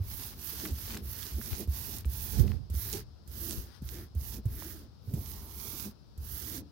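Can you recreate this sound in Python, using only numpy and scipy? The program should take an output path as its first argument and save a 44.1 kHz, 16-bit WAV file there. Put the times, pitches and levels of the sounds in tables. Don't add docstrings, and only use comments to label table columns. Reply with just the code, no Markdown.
import sys
import numpy as np
from scipy import signal
from scipy.fft import rfft, irfft, next_fast_len
from scipy.io import wavfile
from scipy.ndimage import uniform_filter1d, map_coordinates

SR = 44100
rng = np.random.default_rng(int(sys.argv[2]) if len(sys.argv) > 2 else 0)


def master_out(mix):
    frames = np.transpose(np.atleast_2d(mix))
    ceiling = np.clip(frames, -1, 1)
    pcm = np.round(ceiling * 32767).astype(np.int16)
    wavfile.write(sys.argv[1], SR, pcm)


N = 295911

# f/Hz, level/dB
AIR_EQ = [(25, -31), (70, 4), (400, -19.5), (750, -25), (1400, -29.5), (2100, -41.5), (5200, -27),
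          (7400, -53), (15000, -72)]
# t/s, length/s, speed-up/s, slow-down/s, right hiss/dB, left rasp/dB,
# first comb peak of the right hand's reflection at the start/Hz, at the end/Hz
STROKES = [(-0.024, 0.44, 0.19, 0.21, -36.5, -51.5, 1300, 750),
           (0.333, 0.406, 0.13, 0.093, -34.5, -49.5, 1400, 1800),
           (0.651, 0.385, 0.16, 0.15, -36.5, -51, 1360, 2700),
           (0.984, 0.43, 0.15, 0.17, -36, -52, 1400, 1800),
           (1.256, 0.42, 0.19, 0.079, -36.5, -54, 1420, 2800),
           (1.648, 0.405, 0.14, 0.14, -34.5, -52.5, 900, 900), (2.05, 0.41, 0.11, 0.07, -35, -54, 900, 800),
           (2.39, 0.21, 0.097, 0.17, -47.5, -53, 1700, 1750),
           (2.695, 0.355, 0.1, 0.12, -34.5, -51.5, 1600, 3000),
           (3.242, 0.49, 0.22, 0.3, -33, -54, 1800, 1350), (3.64, 0.17, 0.06, 0.06, -69, -57, 1700, 1700),
           (3.8, 0.3, 0.1, 0.17, -41, -56, 1700, 1750), (4.138, 0.283, 0.12, 0.097, -37.5, -60, 1100, 800),
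           (4.405, 0.49, 0.23, 0.27, -39, -56, 2000, 1500), (4.983, 0.55, 0.34, 0.22, -40, -59, 1400, 900),
           (5.294, 0.651, 0.44, 0.15, -35.5, -56, 1000, 1300),
           (6.155, 0.475, 0.2, 0.08, -35.5, -56.5, 1400, 1900)]
# f/Hz, level/dB
HISS_EQ = [(3000, -40), (8000, -18.5), (10300, -7.5), (11700, -0.5), (13300, -1.5), (15500, -1)]
# f/Hz, level/dB
RIGHT_RASP_EQ = [(300, -20), (800, -5), (1300, -7), (2200, -7), (4500, 0), (6000, 3), (7800, -5),
                 (9300, -3), (15000, -30)]
# f/Hz, level/dB
LEFT_RASP_EQ = [(300, -34), (800, 2.5), (1650, 0), (2350, -6.5), (5000, 4), (6200, -4.5), (7450, -22),
                (8400, -8), (15500, -16)]
# t/s, f/Hz
POCKET_SWEEP = [(1.5, 2450), (3.95, 1650), (4.6, 1720), (5.15, 745), (5.45, 940), (6.5, 2100)]
# f/Hz, width/Hz, level/dB
LOW_MODES = [(62, 28.4, 3.5), (111.6, 64, -5)]
# f/Hz, width/Hz, level/dB
UPPER_MODES = [(181.7, 48, 1), (231, 60.7, 2), (331, 66, -1.5), (418, 97, -5.5), (713, 360, -19)]
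# t/s, thump level/dB, f/Hz, pat level/dB
LANDINGS = [(0, -25.5, 90, -83), (0.708, -28.5, 72.7, -48), (1.02, -31.5, 71, -77), (1.334, -29, 68, -54),
            (1.675, -21.5, 72.4, -58), (2.054, -22, 68.3, -51), (2.7, -27, 76, -53),
            (2.742, -23.5, 67, -53), (3.276, -39.5, 67, -55), (3.821, -32, 170, -62),
            (3.838, -36, 70.2, -74), (4.151, -25, 72.5, -58), (4.455, -21, 107.5, -54.5),
            (5.075, -30, 103, -80), (5.138, -19.5, 135, -48), (6.177, -34, 72.8, -58.5)]
# centre t/s, level/dB, half length/s, slip rate/Hz
GRIPS = [(0.666, -45.5, 0.054, 290), (0.977, -46.5, 0.059, 200), (1.392, -43, 0.014, 215),
         (1.615, -45, 0.027, 220), (2.43, -39, 0.075, 190), (2.962, -42, 0.026, 400),
         (3.49, -46.5, .06, 330), (3.98, -50, 0.045, 350), (4.373, -43, 0.017, 205), (4.66, -53, 0.13, 315),
         (5.164, -44, 0.04, 230), (5.87, -47.5, 0.025, 190), (6.572, -47, 0.06, 290)]
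# t/s, level/dB, f/Hz, left minus right/dB
TICKS = [(.654, -31, 2300, 11), (0.659, -35, 1080, 15), (0.908, -36, 2380, 12), (0.946, -34, 1300, 6),
         (0.969, -34, 1400, 4), (0.973, -27, 4700, -6), (1.229, -30, 4200, -10), (1.414, -42, 1200, 17),
         (1.531, -38, 1800, 18), (1.985, -27, 9500, -17), (2.008, -37, 9500, -14), (2.047, -43, 1400, 19),
         (2.479, -37, 2170, 3), (2.518, -37, 960, -4), (2.929, -27.5, 7500, -17), (2.937, -27, 7000, -14),
         (3.509, -28, 6000, -15), (3.89, -35, 4340, -20), (4.623, -37.5, 780, -7)]
# centre t/s, level/dB, half length/s, left minus right/dB
CRACKLES = [(0.93, -46.5, 0.037, 1), (1.522, -53, 0.022, 13), (1.6, -49, 0.015, -15),
            (2.945, -46, .027, -15), (3.51, -50, 0.035, -13), (6.55, -50, 0.028, -13)]
# f/Hz, level/dB
CRINKLE_EQ = [(400, 5), (2200, 1), (4500, 2), (7500, -20)]
# f/Hz, level/dB
SCRAPE_EQ = [(1800, -10), (6000, 4), (8000, -1), (13000, 2)]
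# centre t/s, level/dB, half length/s, f/Hz
CUPS = [(1.2, -62, .08, 1700), (3.98, -61, .045, 1750), (4.64, -62, .08, 1750), (5.42, -64.5, .12, 900)]
# centre t/s, level/dB, half length/s, side (0 left, 1 right)
PUFFS = [(1.531, -29, 0.0095, 0), (2.408, -16.5, 0.013, 1), (2.478, -25.5, 0.096, 1),
         (3.585, -31, 0.014, 0)]


def amp(db):
    return 10 ** (np.asarray(db) / 20)


def unit(x):
    return x / np.sqrt(np.mean(x ** 2) + 1e-20)


def curves(rows):
    s, *cols = np.transpose(rows)
    return [np.interp(np.arange(N) / SR, s, c) for c in cols]


def wobble(rate):
    return map_coordinates(rng.standard_normal(int(N * rate / SR) + 4), [np.arange(N) * rate / SR])


def bump(s, half_length):
    return np.exp(-.5 * ((np.arange(N) / SR - s) / half_length) ** 2)


def filtered(x, response):
    m = next_fast_len(N + SR // 2)
    return irfft(rfft(x, m) * response(np.fft.rfftfreq(m, 1 / SR)), m)[..., :N]


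def coloured(x, eq):
    f, db = np.transpose(eq)
    return unit(filtered(x, lambda hz: amp(np.interp(np.log(hz + 1), np.log(f), db))))


def resonance(hz, centre, width):
    return 1j * hz * width / (centre ** 2 - hz ** 2 + 1j * hz * width)


def ringing(x, modes):
    return unit(filtered(x, lambda hz: sum((-1) ** k * amp(db) * resonance(hz, centre, width)
                                           for k, (centre, width, db) in enumerate(modes))))


def pan(left_db):
    return amp([[left_db / 2], [-left_db / 2]])


def add(track, s, sound):
    part = track[..., max(round(s * SR), 0):][..., :sound.shape[-1]]
    part += sound[..., :part.shape[-1]]


def open_air():
    air = 0.33 * rng.standard_normal(N) + rng.standard_normal((2, N))
    return amp(-55.5) * coloured(air, AIR_EQ) * pan(7.8)


def mic_hiss():
    return amp(-77.5) * rng.standard_normal((2, N))


def friction(catches_per_s, spread_db, share, flutter_db):
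    impulses = (rng.random(N) < catches_per_s / SR) * rng.choice([-1, 1], N)
    catches = impulses * amp(spread_db * np.minimum(rng.exponential(size=N), 4))
    grain = rng.standard_normal(N) + share * unit(catches)
    return grain * amp(flutter_db * (wobble(25) + wobble(130)))


def sliding(level_db, speed_power, lean_db):
    t, energy = np.arange(N) / SR, np.zeros(N)
    ease = lambda u: np.sin(np.pi / 2 * np.clip(u, 0, 1))
    for (s, length, rise, fall, *_), db in zip(STROKES, level_db):
        on = (t > s) & (t < s + length)
        age = t[on] - s
        speed = ease(age / rise) * ease((length - age) / fall)
        pressure = amp(db + lean_db * (age / length - .5))
        energy[on] += (pressure * speed ** speed_power) ** 2
    return np.sqrt(energy)


def panel_reflection(x, echo):
    t, delay_s = np.arange(N) / SR, np.zeros(N)
    for s, length, *_, first_hz, last_hz in STROKES:
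        delay_s[t > s] = np.interp(t[t > s], [s, s + length], [1 / first_hz, 1 / last_hz])
    dull = filtered(x, lambda hz: 1 / (1 + (hz / 3300) ** 4))
    return unit(x + echo * map_coordinates(dull, [(t - delay_s) * SR], order=1))


def palm_pocket(x, boost_db, relative_width):
    hz, t, spectrum = signal.stft(x, SR, nperseg=512)
    centre = np.interp(t, np.arange(N) / SR, curves(POCKET_SWEEP)[0])
    lift = np.abs(resonance(hz[:, None], centre, relative_width * centre)) ** 2
    return unit(signal.istft(spectrum * amp(boost_db * lift), SR, nperseg=512)[1][:N])


def hand_rubs():
    right_db, left_db = np.transpose(STROKES)[4:6]
    fine_grain = friction(catches_per_s=400, spread_db=3, share=0.48, flutter_db=0.96)
    hiss = sliding(right_db, speed_power=2.3, lean_db=0) * coloured(fine_grain, HISS_EQ)
    scrape = lambda: friction(catches_per_s=200, spread_db=4.5, share=0.44, flutter_db=0.94)
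    combed = panel_reflection(coloured(scrape(), RIGHT_RASP_EQ), echo=.6)
    right_rasp = sliding(right_db - 11, speed_power=2, lean_db=6.5) * combed
    hollow = palm_pocket(coloured(scrape(), LEFT_RASP_EQ), boost_db=5.5, relative_width=0.52)
    left_rasp = sliding(left_db, speed_power=1, lean_db=7) * hollow
    return np.array([left_rasp, right_rasp + hiss])


def palm_weight():
    s, db = np.transpose(LANDINGS)[:2]
    t = np.arange(N) / SR
    last = np.maximum(np.searchsorted(s, t, side="right") - 1, 0)
    age = t - s[last]
    return uniform_filter1d(amp(-30 + 0.4 * db[last] - 46.7 * age), SR // 30)


def gripping():
    return sum(amp(db) * bump(s, half) for s, db, half, _ in GRIPS)


def panel_judder():
    drag = sliding(np.transpose(STROKES)[4] - 21, speed_power=0.65, lean_db=10)
    grip = amp(-3.5) * gripping()
    shaking = lambda spread: rng.standard_normal(N) + spread * rng.standard_normal((2, N))
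    shudder = filtered(shaking(spread=0.53), lambda hz: 1 / (1 + (hz / 1200) ** 4))
    judder = ringing(shudder, UPPER_MODES) * np.hypot(drag, grip) * amp(2.9 * wobble(35))
    load = palm_weight() + amp(4) * drag + amp(-8) * grip
    boom = load * ringing(shaking(spread=0.42), LOW_MODES)
    return judder + boom * pan(-0.91)


def palm_thumps():
    out, t = np.zeros(N), np.arange(SR // 3) / SR
    modes = sum(amp(db) * np.exp(-np.pi * width * t) * np.sin(2 * np.pi * hz * t)
                for hz, width, db in UPPER_MODES)
    slap = amp(-13.5) * (1 - np.exp(-t / 0.0025)) * modes
    for s, db, hz, _ in LANDINGS:
        rise_s = 0.022 * (70 / hz) ** 2.3
        swell = (t / rise_s * np.exp(1 - t / rise_s)) ** 2
        add(out, s, amp(db) * (swell * np.sin(2 * np.pi * hz * t) + slap))
    return out * pan(-3.5)


def skin_pats():
    envelope, t = np.zeros(N), np.arange(SR // 4) / SR
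    touch, settle = amp(-6 - 60 * t / 0.0066), amp(-60 * t / 0.087)
    for s, _, _, db in LANDINGS:
        add(envelope, s, amp(db) * (touch + settle))
    bright = coloured(rng.standard_normal((2, N)), [(1000, -8.5), (6000, 1), (12000, 6)])
    return envelope * bright * pan(-16)


def skin_groans():
    slip_hz = curves(GRIPS)[-1] * np.exp(0.09 * wobble(90))
    phase = 2 * np.pi * np.cumsum(slip_hz) / SR
    tone = np.sin(phase) + amp(-18) * np.sin(2 * phase)
    groan = unit(tone * amp(2.5 * wobble(60)))
    return amp(-2.5) * gripping() * groan * pan(-4)


def paper_ticks():
    out, t = np.zeros((2, N)), np.arange(SR // 20) / SR
    f = np.fft.rfftfreq(len(t), 1 / SR)
    for s, db, hz, left_db in TICKS:
        burst = (t == 0) + rng.standard_normal(len(t)) * amp(-13 - 60 * t / 0.013)
        snap = irfft(rfft(burst) * resonance(f, hz, 1.7 * hz) ** 2)
        add(out, s, amp(db) * pan(left_db) * snap / np.abs(snap).max())
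    return out


def crinkles_and_scrapes():
    snaps = np.array([coloured(friction(catches_per_s=600, spread_db=5, share=1.8, flutter_db=1), eq)
                      for eq in (CRINKLE_EQ, SCRAPE_EQ)])
    return snaps * sum(amp(db) * bump(s, half) * pan(left_db) for s, db, half, left_db in CRACKLES)


def cupped_palm():
    out = np.zeros(N)
    for s, db, half, hz in CUPS:
        out += amp(db) * bump(s, half) * ringing(rng.standard_normal(N), [(hz, 0.3 * hz, 0)])
    return out * pan(-4)


def air_puffs():
    out = np.zeros((2, N))
    swing_hz = 78 * np.exp(0.36 * wobble(110))
    swings = np.sin(2 * np.pi * np.cumsum(swing_hz) / SR)
    eddies = coloured(rng.standard_normal(N), [(20, -24), (60, 4), (180, -11), (1000, -49), (4000, -58.5)])
    pressure = unit(swings + .5 * eddies)
    for s, db, half, side in PUFFS:
        out[int(side)] += amp(db) * bump(s, half) * pressure
    return out


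def scene():
    rubbing = hand_rubs() + cupped_palm() + panel_judder() + skin_groans()
    landings = skin_pats() + palm_thumps()
    crackle = paper_ticks() + crinkles_and_scrapes()
    return rubbing + landings + crackle + air_puffs() + open_air() + mic_hiss()


def record(dry):
    low_hz, top_hz = 30, 15950
    return filtered(dry, lambda hz: hz ** 4 / (hz ** 4 + low_hz ** 4) / (1 + (hz / top_hz) ** 300))


dry = scene()
out = record(dry)
master_out(out)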